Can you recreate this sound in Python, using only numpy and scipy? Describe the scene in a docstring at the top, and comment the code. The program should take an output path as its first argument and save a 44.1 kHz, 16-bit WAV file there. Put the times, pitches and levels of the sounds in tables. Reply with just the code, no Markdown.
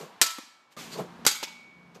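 """A stick scrapes over a plastic pad and a puck cracks into a steel goal: two backyard hockey shots. Each
impact sets the pipes ringing in beating pairs of modes; the puck knocks on net, target and ground. Walls and
fence reflect the blows. Outdoor air hisses throughout. At 0.766 s the scene changes: the first shot's ringing
stops, and a far motor hums under the second shot. A limiter ducks the whole sound after each crack."""
import sys
import numpy as np
from scipy import signal
from scipy.fft import rfft, irfft
from scipy.io import wavfile

SR = 44100
rng = np.random.default_rng(int(sys.argv[2]) if len(sys.argv) > 2 else 0)


def generate_wav(sig):
    """Save sig (samples, or channels by samples) to the path in sys.argv[1] as 16-bit PCM at SR."""
    pcm = np.round(np.clip(np.atleast_2d(sig).T, -1, 1) * 32767).astype(np.int16)
    wavfile.write(sys.argv[1], SR, pcm)


N = 88200
T = np.arange(N) / SR
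SPLIT_S = 0.766  # the scene changes here: the first shot's ringing stops and a far motor hum is heard
CRACK_RISE_S = 0.0011

# Puck impacts on the frame. Each row: start in seconds, crack level in dB, crack t60 in seconds,
# body pitch in Hz, body level in dB, thump level in dB.
FRAME_HITS = [(0.2145, 4.5, 0.099, 671, -5, -50), (1.2647, 2, 0.11, 421, -5, -8)]


def cracks():
    """Impact excitation: puck on steel gives a broadband crack, a damped hollow note and a low thump."""
    # Spectra of the impact. Each row: frequency in Hz, relative density in dB.
    crack_spectrum = [(60, -51), (150, -27), (300, -9.5), (700, -11), (1020, -9), (1380, -1.5),
                      (1750, -4.5), (2250, -2.5), (2750, -6), (3150, -1.5), (4700, 2.5), (5700, -2),
                      (7000, 0.5), (9000, -3.5), (10200, -12), (11500, -6), (13700, -10.5)]
    thump_spectrum = [(25, 7.5), (60, 2), (120, -15), (300, -1), (600, -7), (1200, 1), (4000, -28)]
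    out = np.zeros(N)
    for start, db, t60, body_hz, body_db, thump_db in FRAME_HITS:
        crack = amp(db) * burst(crack_spectrum, t60, CRACK_RISE_S)
        body = np.sin(2 * np.pi * body_hz * T) * fade(t60=0.019) * (1 - np.exp(-T * body_hz))
        thump = amp(thump_db) * burst(thump_spectrum, t60=0.02, rise=CRACK_RISE_S)
        out += delay(crack + amp(body_db) * body + thump, start)
    return out


def pipes():
    """Free vibration: close pairs of pipe modes beat, their strengths set by where the puck lands."""
    # Mode pairs. Each row: frequency in Hz, t60 in seconds, beat rate in Hz,
    # level in dB in the first shot, level in dB in the second.
    mode_pairs = [(1324, 0.65, 2.9, -17, -31), (2244, 3.0, 0.95, -47, -33), (2303, 2.2, 0.9, -60, -43),
                  (2428, 1.8, 0.9, -56, -42), (3580, 0.27, 2, -25, -24), (3820, 0.24, 3, -24, -26),
                  (4567, 0.27, 2, -28, -25), (4837, 0.33, 2, -23, -31), (6514, 0.3, 2, -34, -24),
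                  (6660, 0.36, 2, -27, -24), (6922, 0.21, 5, -14, -25), (7265, 0.26, 3, -24, -26),
                  (11526, 0.25, 3, -30, -25)]
    swell = 0.22  # share of a beat over which a pair swells
    mismatch = 0.12  # unequal partners never cancel fully
    out = np.zeros(N)
    for shot, (start, *_) in enumerate(FRAME_HITS):
        ring = np.zeros(N)
        for hz, t60, beat_hz, *shot_db in mode_pairs:
            beating = np.hypot(np.cos(np.pi * (beat_hz * T - swell)), mismatch)
            tone = np.sin(2 * np.pi * (hz * T + rng.random()))
            ring += amp(shot_db[shot]) * fade(t60) * beating * tone
        out += delay(ring * (1 - np.exp(-T / CRACK_RISE_S)), start) * same_side(start)
    return out


def knocks():
    """Damped impacts: the puck meets net, target and ground with a dull thud and a plastic clack."""
    # Contacts. Each row: start in seconds, thud and clack levels in dB, clack rise and t60 in seconds.
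    contacts = [(0.3839, -19.5, -26, 0.0015, 0.045), (1.2508, -29, -25.5, 0.00013, 0.03),
                (1.428, -16.5, -6, 0.01, 0.063), (1.945, -47.5, -41, 0.0048, 0.12)]
    # Spectra of a contact. Each row: frequency in Hz, relative density in dB.
    thud_spectrum = [(30, -40), (110, -26), (230, -2), (480, -3), (900, -2), (1500, -9), (4000, -26.5)]
    clack_spectrum = [(100, -15), (700, -7.5), (1200, -9), (2500, 3.5), (4200, 1), (6500, 2), (10000, -16),
                      (13500, -10)]
    out = np.zeros(N)
    for start, thud_db, clack_db, rise, t60 in contacts:
        thud = amp(thud_db) * burst(thud_spectrum, t60=0.037, rise=0.00013)
        clack = amp(clack_db) * burst(clack_spectrum, t60, rise)
        out += delay(thud + clack, start)
    return out


def stick():
    """Friction and flexure: the scraping blade resonates, and the pad rumbles as it bends."""
    # Blade strokes. 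Each row: peak time in seconds, level in dB, rise and t60 in seconds,
    # relative level of the blade's resonance in dB.
    scrapes = [(0.017, -47.5, 0.036, 0.32, -16.5), (0.728, -48, 0.011, 0.1, -22),
               (0.806, -42, 0.028, 0.61, -21.5), (0.937, -43.5, 0.013, 0.17, -0.5),
               (0.988, -48, 0.0086, 0.21, -41)]
    # Bends of the pad. Each row: peak time in seconds, level in dB, rise and t60 in seconds.
    flexes = [(0.025, -41.5, 0.085, 0.28), (0.772, -49, 0.011, 0.13), (0.968, -40, 0.016, 0.27),
              (1.001, -31, 0.0097, 0.14), (1.969, -39.5, 0.011, 0.11)]
    # Spectra of friction and pad. Each row: frequency in Hz, relative density in dB.
    friction_spectrum = [(100, -11), (400, -0.5), (1200, -2), (1900, 0), (2500, 2), (4300, 0), (5400, -2),
                         (7200, -1.5), (9800, -12), (13500, -9.5)]
    pad_spectrum = [(40, -32.5), (100, -20.5), (160, 3), (300, -6), (450, 4.5), (650, -4), (850, -7),
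                    (1100, -7.5), (1800, -23.5), (5000, -36.5)]
    grit, blade = hiss(friction_spectrum), narrow(hz=4500, width_hz=800)
    scraping = sum(amp(db) * stroke(peak, rise, t60) * (grit + amp(blade_db) * blade)
                   for peak, db, rise, t60, blade_db in scrapes)
    bending = sum(amp(db) * stroke(peak, rise, t60) for peak, db, rise, t60 in flexes)
    return scraping + bending * hiss(pad_spectrum)


def tap():
    """Damped oscillation: the blade lands on the pad with a short hollow note."""
    start, hz, db, t60 = 0.770, 1200, -40, 0.15
    return delay(amp(db) * fade(t60) * np.sin(2 * np.pi * hz * T), start)


def yard(x):
    """Reflection and scattering: walls and fence return smeared echoes and a diffuse tail."""
    # Reverberation bands. Each row: centre in Hz, t60 in seconds, relative level in dB.
    bands = [(150, 0.13, 0.5), (450, 0.17, -5.5), (870, 0.61, 6.5), (1620, 0.69, 2), (3020, 0.61, 4.5),
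             (5100, 0.57, 1), (9000, 0.48, 0), (13000, 0.44, 1)]
    # Reflections. Each row: delay in seconds, gain in dB.
    echoes = [(0.046, -16), (0.088, -25.5)]
    tail_db, tail_rise_s = -15, 0.021
    log_hz = np.log(np.fft.rfftfreq(N, 1 / SR) + 1)
    centres = np.log([row[0] for row in bands])
    noise = rfft(rng.standard_normal(N))
    tail = sum(amp(db) * fade(t60) * irfft(noise * np.interp(log_hz, centres, weights), N)
               for (_, t60, db), weights in zip(bands, np.eye(len(bands))))
    tail *= 1 - np.exp(-T / tail_rise_s)
    response = amp(tail_db) * tail / np.linalg.norm(tail)
    for lag, db in echoes:
        slap = rng.standard_normal(N) * fade(t60=0.0083)
        response += delay(amp(db) * slap / np.linalg.norm(slap), lag)
    return signal.fftconvolve(x, response)[:N]


def motor():
    """Random modulation: a far motor's tones waver over its rumble, from SPLIT_S on."""
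    # Hum partials. Each row: frequency in Hz, rms level in dB.
    partials = [(145, -65), (175, -55), (232, -56)]
    # Rumble spectrum. Each row: frequency in Hz, relative density in dB.
    rumble_spectrum = [(25, -25), (60, 1), (110, -4), (170, 5.5), (270, 2.5), (500, -5.5), (2000, -44)]
    waver, waver_hz = 0.34, 14
    hum = np.zeros(N)
    for hz, db in partials:
        tone = np.sin(2 * np.pi * hz * T + waver * narrow(0, waver_hz))
        hum += amp(db) * unit(tone + waver * narrow(hz, waver_hz))
    return (hum + amp(-52.5) * hiss(rumble_spectrum)) * (T >= SPLIT_S)


def air():
    """Ambient noise: a broadband outdoor hush that steps up slightly at SPLIT_S."""
    # Outdoor spectrum. Each row: frequency in Hz, relative density in dB.
    air_spectrum = [(25, -44.5), (70, -16), (160, -6), (260, -1.5), (450, -5.5), (1000, 1), (2000, -9),
                    (4000, -15), (7000, -25), (10000, -32.5), (13500, -35)]
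    return hiss(air_spectrum) * amp(np.where(T < SPLIT_S, -54, -52))


def amp(db):
    """Decibels to amplitude ratio."""
    return 10 ** (np.asarray(db) / 20)


def unit(x):
    """Normalisation to rms 1."""
    return x / np.sqrt(np.mean(x ** 2) + 1e-20)


def fade(t60):
    """Exponential decay, 60 dB in t60 seconds."""
    return np.exp(-np.log(1000) * T / max(t60, 1e-3))


def delay(x, seconds):
    """Time shift to a later start."""
    return np.concatenate([np.zeros(max(round(seconds * SR), 0)), x])[:N]


def same_side(time):
    """Gate open on the side of SPLIT_S where the given time lies."""
    return (T >= SPLIT_S) == (time >= SPLIT_S)


def stroke(peak, rise, t60):
    """Gated envelope: Gaussian swell, then exponential decay."""
    swell = (np.minimum(T - peak, 0) / rise) ** 2 / 2
    decay = np.log(1000) * np.maximum(T - peak, 0) / t60
    return np.exp(-swell - decay) * same_side(peak)


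def colour(x, spectrum):
    """Minimum-phase filter through (Hz, dB) points that keeps the power of white noise."""
    size = 4096
    hz, db = np.transpose(spectrum)
    log_hz = np.log(abs(np.fft.fftfreq(size, 1 / SR)) + 1)
    log_gain = np.log(amp(np.interp(log_hz, np.log(hz), db)))
    taps = np.fft.ifft(np.exp(np.conj(signal.hilbert(log_gain)))).real[:size // 2]
    return signal.oaconvolve(x, taps / np.linalg.norm(taps))[:N]


def hiss(spectrum):
    """Stationary noise with a given spectrum."""
    return colour(rng.standard_normal(N), spectrum)


def burst(spectrum, t60, rise):
    """Transient of a blow: dense vibration that builds up and dies quickly."""
    envelope = fade(t60) * (1 - np.exp(-T / max(rise, 1e-5)))
    x = colour(rng.standard_normal(N) * envelope, spectrum)
    return x * np.linalg.norm(envelope) / np.linalg.norm(x)


def narrow(hz, width_hz):
    """Resonance driven by noise."""
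    detuning = 2 * (np.fft.rfftfreq(N, 1 / SR) - hz) / width_hz
    return unit(irfft(rfft(rng.standard_normal(N)) / (1 + detuning ** 2), N))


def scene():
    """Superposition of all sources; only cracks and knocks echo round the yard."""
    hard, light = cracks(), knocks()
    reflected = yard(hard + amp(-1.5) * light)
    return (hard + light + reflected + pipes() + stick() + tap() + motor() + air())[None]


def limiter(x):
    """Gain control: turns down at once on a loud sound and recovers slowly."""
    limit_db, sense_s, recover_db_per_s = -12, 0.0017, 6.5
    pole = np.exp(-1 / (sense_s * SR))
    level_db = 10 * np.log10(signal.lfilter([1 - pole], [1, -pole], x ** 2) + 1e-12)
    recovery = recover_db_per_s * T[:len(x)]
    held_db = np.maximum.accumulate(level_db + recovery) - recovery
    return x * amp(-np.maximum(held_db - limit_db, 0))


def record(dry):
    """Limiting on each side of SPLIT_S separately, then soft saturation and band limiting."""
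    ceiling, low_cut_hz, high_cut_hz = 0.58, 100, 13900
    x = np.concatenate([limiter(part) for part in np.split(dry[0], [round(SPLIT_S * SR)])])
    x = ceiling * np.tanh(x / ceiling)
    x = signal.sosfilt(signal.butter(2, low_cut_hz, "high", fs=SR, output="sos"), x)
    lowpass = signal.firwin(511, high_cut_hz, window=("kaiser", 8), fs=SR)
    return signal.oaconvolve(x, lowpass, "same")[None]


dry = scene()
out = record(dry)
generate_wav(out)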